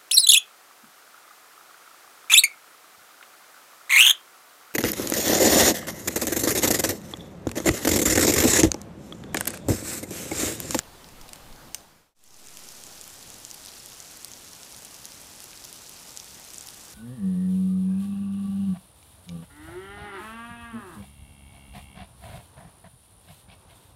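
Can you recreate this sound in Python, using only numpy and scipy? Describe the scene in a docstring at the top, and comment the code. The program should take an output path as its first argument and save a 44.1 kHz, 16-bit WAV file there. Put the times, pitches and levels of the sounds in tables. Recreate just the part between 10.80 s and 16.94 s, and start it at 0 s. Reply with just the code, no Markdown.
"""Forest night, then icy rain

A small outdoor microphone in a forest. First a still night: shaped noise for the air, low noise swelling
in two puffs, and deer cracking twigs, each snap a burst of noise ringing wide resonances with tree echoes.
The night fades out and steady icy rain fades in: near drops tick on leaf litter, built like the snaps,
over middle drops, dense patter and the noise hiss of the far rain; one drop rings as a short tone."""
import sys
import numpy as np
from scipy import signal
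from scipy.fft import rfft, irfft
from scipy.io import wavfile
from scipy.ndimage import uniform_filter1d

SR = 44100
rng = np.random.default_rng(int(sys.argv[2]) if len(sys.argv) > 2 else 0)


def int16_out(signal):
    """Quantize to a 16-bit WAV file."""
    q = np.round(np.clip(np.atleast_2d(signal).T, -1, 1) * 32767)
    wavfile.write(sys.argv[1], SR, q.astype(np.int16))


def amplitude_ratio(level_db):
    """Convert a level in decibels to the matching linear amplitude (field) ratio."""
    exponent = np.asarray(level_db, float) / 20
    return 10 ** exponent


N = 270774  # length [samples]


def evened(x):
    """Scales to rms 1."""
    return x / np.sqrt(np.mean(x ** 2) + 1e-20)


def read(spectrum, hz):
    """Reads a spectrum table on a log-frequency axis."""
    f, db = np.transpose(spectrum)
    return np.interp(np.log(hz + 1), np.log(f + 1), db)


def coloured(x, spectrum):
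    """Equalises x by a (frequency [Hz], level [dB]) table."""
    hz = np.fft.rfftfreq(len(x), 1 / SR)
    return irfft(rfft(x) * amplitude_ratio(read(spectrum, hz)), len(x))


def wash(spectrum, patchy_db):
    """Noise of rms 1 from random short-time spectra, with faint drifting patches."""
    real, imaginary, patches = rng.standard_normal((N // 256 + 5, 513, 3)).T
    patches = uniform_filter1d(patches, size=12, axis=0)  # smooth across frequency
    patches = evened(uniform_filter1d(patches, size=14, axis=1))  # smooth along time
    frames = (real + 1j * imaginary) * amplitude_ratio(patchy_db * patches)
    noise = signal.istft(frames, nperseg=1024, noverlap=768)[1][:N]
    return evened(coloured(noise, spectrum))


# Colour of the night's noise floor: (frequency [Hz], relative level per Hz [dB])
NIGHT_COLOUR = [(15, -25), (25, -1), (59, -5), (159, -3), (320, -6.5), (396, -8), (839, -7.5), (2330, -16),
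                (5060, -17.5), (9000, -20.5), (14000, -22.5), (15200, -24)]


def night_air():
    """Still air and microphone noise: a steady coloured wash."""
    return amplitude_ratio(-46.5) * wash(NIGHT_COLOUR, patchy_db=1.2)


# Puffs of air over the microphone port: (start [s], length [s], crest level before the fade [dB])
AIR_PUFFS = [(.3, .26, -46), (.6, .17, -43.5)]


def puffs():
    """Air moving over the microphone port: low noise swelling in half-sine puffs above a constant stir."""
    t = np.arange(N) / SR
    push = amplitude_ratio(-57)  # the faint stir
    for start, length, db in AIR_PUFFS:
        push = push + amplitude_ratio(db) * np.sin(np.pi * np.clip((t - start) / length, 0, 1))
    rumble = coloured(rng.standard_normal(N), [(2, -19), (6, 0), (20, -3), (45, -19), (200, -57)])
    return push * evened(rumble)


def ring(x, hz, width_hz):
    """A wide resonance of gain 1, applied twice for steep skirts."""
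    b, a = signal.iirpeak(min(hz, 15000), hz / width_hz, SR)
    return signal.lfilter(b, a, signal.lfilter(b, a, x))


def tick(body_hz, second_hz, second_db, ms, width_hz, click_db, chance):
    """A sharp blow and its dying splatter excite two wide resonances and a bare contact click; peak 1."""
    t = np.arange(len(chance)) / SR
    blow = chance * np.exp(-t * 1000 / max(ms, .05))
    blow[0] = 4.3 * np.sign(chance[0])
    body = evened(ring(blow, body_hz, width_hz))
    second = amplitude_ratio(second_db) * evened(ring(blow, second_hz, 1.18 * width_hz))
    click = amplitude_ratio(click_db + second_db / 2) * evened(ring(blow, 12100, 7000))
    sound = body + second + click
    return sound / abs(signal.hilbert(sound)).max()


def ticks(rows, second_hz, width_hz, click_db):
    """One tick for each row of an event table; the second ring differs a little from blow to blow."""
    length = 600  # [samples]
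    out = np.zeros(N + length)
    for (s, db, body_hz, second_db, ms), chance in zip(rows, rng.standard_normal((len(rows), length + 1))):
        varied_hz = second_hz * (1 + .06 * chance[-1])
        sound = tick(body_hz, varied_hz, second_db, ms, width_hz, click_db, chance[:-1])
        out[round(s * SR):][:length] += amplitude_ratio(db) * sound
    return out[:N]


def trunks(x):
    """Adds scattered echoes off trunks and ground, as a noise tail dying fast."""
    echo_db, t60_s, gap_s = -15, 0.25, .002
    t = np.arange(SR // 4) / SR
    tail = rng.standard_normal(len(t)) * amplitude_ratio(-60 * t / t60_s) * (t > gap_s)
    return x + amplitude_ratio(echo_db) * signal.fftconvolve(x, tail / np.linalg.norm(tail))[:N]


# Twigs and dry leaves underfoot: (time [s], peak level before echo and fade [dB], body ring [Hz],
# upper ring over body [dB], splatter decay time [ms])
TWIG_CRACKS = [(0.0052, -33, 4540, -12, .5), (0.013, -38.5, 4400, -9, 2.3), (0.0344, -36.5, 3800, -6, 1.84),
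               (0.2433, -29, 4400, -13, 1.9), (0.2639, -38, 5600, 2.5, 1.2), (0.2881, -34, 6300, -1, 3.4),
               (0.413, -30, 5530, -5, 3.3), (0.482, -32, 5300, -6, 1.6), (0.491, -26, 3960, 0, 2.5),
               (0.533, -16.5, 6700, 12, 0.95), (0.541, -34, 7000, 1, .55), (0.5581, -28, 4100, 1.5, 1.5),
               (0.727, -35.5, 5000, -25, 2.8), (0.761, -39, 5200, -25, 3), (0.8855, -41, 3000, -9, 1.7),
               (0.9459, -7.5, 6370, -2, 0.65), (0.9467, -12.5, 6600, -5, 0.48),
               (0.9483, -12, 7700, 1.5, 1.1), (0.9522, -29, 5900, 5, 1.3), (0.9591, -34, 6100, 8, .6),
               (0.9829, -29, 5300, -8, .7), (1.0065, -32, 4200, 0, 1.1)]


def cracks():
    """Snaps underfoot, each with the low knock of the wood, echoed by the trees."""
    wood_hz, wood_db, click_db = 2610, -10.5, -4.5
    snaps = ticks(TWIG_CRACKS, 8000, 3200, click_db)
    knock_rows = [(s, db + wood_db, wood_hz, -6, ms) for s, db, _, _, ms in TWIG_CRACKS]
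    knocks = ticks(knock_rows, 1600, 1500, click_db)
    return trunks(snaps + knocks)


def night():
    """The still night: air, puffs and snaps underfoot."""
    return night_air() + puffs() + cracks()


# Colour of the rain's floor: (frequency [Hz], relative level per Hz [dB])
HISS_COLOUR = [(15, -20), (25, 1), (203, 0), (491, -3), (817, -2.5), (1010, -4), (2150, -7.5), (5950, -5),
               (11900, -12), (15200, -15.5)]


def far_hiss():
    """Far rain and microphone noise: drops too many to tell apart, as a coloured wash."""
    return amplitude_ratio(-47.5) * wash(HISS_COLOUR, patchy_db=0.75)


DROP_CLICK_DB = -11  # contact click of every drop, before half its second-ring level is added

# Colour of the patter on leaf litter: (frequency [Hz], relative level [dB])
LITTER_COLOUR = [(800, -20), (2000, -5.5), (4000, -7.5), (6200, 0), (9000, 1), (12000, -6.5), (15500, -5)]


def patter():
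    """Many small drops, each kind of leaf with its own ring; a few are larger, some splatter longer."""
    level_db, drops_per_s, spread_db, kinds = -50, 1700, 4, 30
    out = np.zeros(N)
    for body_hz in np.geomspace(2800, 8500, num=kinds):
        size = amplitude_ratio(spread_db * np.minimum(rng.exponential(size=N), 3))
        hits = size * (rng.random(N) < drops_per_s / kinds / SR)
        upper_hz, upper_db, ms = rng.uniform([9000, -10, .08], [13000, 3, .7])
        leaf = tick(body_hz, upper_hz, upper_db, ms, 3200, DROP_CLICK_DB, rng.standard_normal(300))
        out += signal.oaconvolve(hits, leaf)[:N]
    return amplitude_ratio(level_db) * evened(coloured(out, LITTER_COLOUR))


def settling_offset():
    """The input stage starts off centre and settles exponentially."""
    since = np.maximum(np.arange(N) / SR - FADE_GAINS[1][0], 0)
    return 0.011 * np.exp(-since / 0.42)


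def drop_ticks(rows):
    """Drops striking leaves: a body ring and an upper ring near 10 kHz."""
    return ticks(rows, 10000, 3450, DROP_CLICK_DB)


def middle_drops():
    """Drops a few steps away, falling at random gaps with random level and ring."""
    mean_gap_s = .012
    # peak level [dB], body ring [Hz], upper ring over body [dB], splatter decay time [ms]
    usual = np.array([-35, 6200, -4, .55])
    spread = np.array([4.8, 1900, 9.1, 0.45])  # either way
    chance = rng.random((700, 5))
    s = FADE_GAINS[1][0] - mean_gap_s * np.cumsum(np.log(1 - chance[:, 0]))
    rows = np.column_stack([s, usual + (2 * chance[:, 1:] - 1) * spread])
    return drop_ticks(rows[s < N / SR])


# The nearest drops: (time [s], peak level before the fade [dB], body ring [Hz],
# upper ring over body [dB], splatter decay time [ms])
NEAR_DROPS = [(1.4397, -19.5, 8100, 1, .4), (1.477, -28, 6900, -9, .48), (1.5071, -28, 6100, -9, .27),
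              (1.5432, -27, 6400, -8, .84), (1.6718, -21, 6700, -15, 0.22), (1.6856, -26, 5600, -17, .25),
              (1.7718, -19.5, 4970, -5, .35), (1.7915, -25, 7300, -3, .75), (1.8885, -23, 6000, -8, 0.69),
              (2.0378, -20.5, 7600, -7, .32), (2.0677, -25.5, 7400, -12, .29), (2.1782, -29, 5800, -4, .6),
              (2.2128, -20, 7700, -5, .39), (2.241, -23.5, 6800, -7, .59), (2.2777, -22, 7700, 6, 0.85),
              (2.5023, -23, 7200, -.3, 1.02), (2.5422, -28, 7200, -9, 1.1), (2.6506, -17, 7000, -9, 0.29),
              (2.7041, -23.5, 6500, -9.5, .34), (2.7128, -18, 6070, -16, .39), (2.7434, -27, 4800, 0, 1.9),
              (2.7469, -23.5, 8000, 0, .32), (2.8405, -32, 3100, -15, .8), (2.85, -25.5, 5300, 2.5, 1.45),
              (2.86, -21, 4960, 0, .58), (2.8712, -25, 6200, -15, .32), (2.8818, -26, 4400, -18, .32),
              (2.8848, -29, 5300, -4, 4.4), (2.9177, -29, 5200, -7, .84), (2.9799, -31, 7700, 3, 1),
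              (3.0602, -19.5, 8100, 5, .23), (3.1007, -25, 7700, -3, .23), (3.2026, -20.5, 6960, -11, .32),
              (3.2264, -26, 6600, 3, .16), (3.3726, -23, 8000, 2.5, .23), (3.4468, -14, 5570, 2, .3),
              (3.4822, -29, 7400, -2.5, .2), (3.5167, -22, 7000, -15, .29), (3.5359, -23.5, 6000, -15, .39),
              (3.6473, -28, 6800, -11, .34), (3.7328, -25, 5940, -6, 1.04), (3.8321, -24, 5760, -12, .75),
              (3.924, -24.5, 5370, -2, .29), (3.9464, -28, 5050, -9.5, .88), (3.9647, -23, 7020, 7, .16),
              (3.9734, -27, 5700, -5, .18), (4.049, -20.5, 7840, -.3, .4), (4.053, -23, 7100, -5, .29),
              (4.1442, -21, 6300, -2, .18), (4.2452, -27, 5070, -6, .18), (4.2547, -17, 7100, -1, 0.66),
              (4.2681, -27, 6000, -1.5, .18), (4.3206, -24, 5670, -5, .2), (4.4023, -32, 6600, 9, .7),
              (4.4156, -25, 7800, 9, .18), (4.6039, -22.5, 7000, 1, .77), (4.6218, -26, 6300, 6, .18),
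              (4.6418, -20, 7400, 5, .16), (4.7317, -28, 3100, -13, .93), (4.775, -25, 4300, -1.5, .43),
              (4.8402, -26, 5300, -5, .27), (4.848, -22, 7900, 5, .16), (4.8515, -21.5, 6600, -7, .29),
              (4.9283, -18.5, 7600, 3, 0.23), (5.0949, -21, 7100, 8, .25), (5.1137, -31, 7900, 9, .29),
              (5.293, -28, 5200, -13, .86), (5.3073, -27, 5700, -5, .32), (5.3648, -24, 7100, -7, .39),
              (5.368, -29, 7000, -9, .29), (5.3738, -16, 7100, -11, 0.37), (5.3998, -20, 6240, -18, .39),
              (5.4448, -24, 7100, -.3, .34), (5.4775, -33, 3100, -7, .95), (5.598, -27, 7800, -5, .25),
              (5.649, -26, 8100, 13, .48), (5.7042, -24, 5800, -4, .29), (5.7358, -22.5, 6700, 7, 0.55),
              (5.744, -21.5, 7500, -15, 0.33), (5.7587, -29, 6544, -6, .27), (5.7826, -20, 7240, -17, 0.64),
              (5.8098, -21.5, 7000, -21, 0.25), (5.8651, -27, 5800, -6, .18),
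              (5.8718, -20.5, 7000, -4, .18), (5.8873, -19.5, 4740, -3, .25), (5.9063, -26, 5000, 2, .41),
              (5.9446, -25, 7300, 8, .2), (6.009, -32, 6790, 1, .48), (6.1106, -27, 7900, -1.5, .32)]


def near_drops():
    """The nearest drops, each with the low pat of the leaf bed under it."""
    leaf_hz, leaf_db = 3300, -17
    pat_rows = [(s, db + leaf_db, leaf_hz, -6, ms) for s, db, _, _, ms in NEAR_DROPS]
    return drop_ticks(NEAR_DROPS) + ticks(pat_rows, 4400, 1400, DROP_CLICK_DB)


def plip():
    """A drop into a wet hollow rings as a short dying tone."""
    start_s, peak_db, hz, t60_s = 3, -36.5, 5300, .03  # peak before the fade gain
    t = np.maximum(np.arange(N) / SR - start_s, 0)
    return amplitude_ratio(peak_db - 60 * t / t60_s) * np.sin(2 * np.pi * hz * t)


def rain():
    """Icy rain from far to near, with the settling offset."""
    return far_hiss() + patter() + settling_offset() + middle_drops() + near_drops() + plip()


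# Fader moves, the rain taking over at the second row: (time [s], linear gain [1])
FADE_GAINS = [(.87, 0.73), (1.345, 0.0024), (1.82, 0.87)]


def scene():
    """The night fades out almost to silence and the rain fades in from there."""
    t = np.arange(N) / SR
    sound = np.where(t < FADE_GAINS[1][0], night(), rain())
    return (sound * np.interp(t, *np.transpose(FADE_GAINS)))[None]


def band_limit(x):
    """A steep low-pass at the top of the band."""
    return signal.sosfilt(signal.butter(12, 16510, fs=SR, output="sos"), x)


def record(dry):
    """Rolls off the top of the band around 15.55 kHz with a linear-phase filter."""
    lowpass = signal.firwin(255, 15550, window=("kaiser", 3), fs=SR)
    limited = signal.oaconvolve(dry, lowpass[None], "same")
    return band_limit(limited)


dry = scene()
out = record(dry)
int16_out(out)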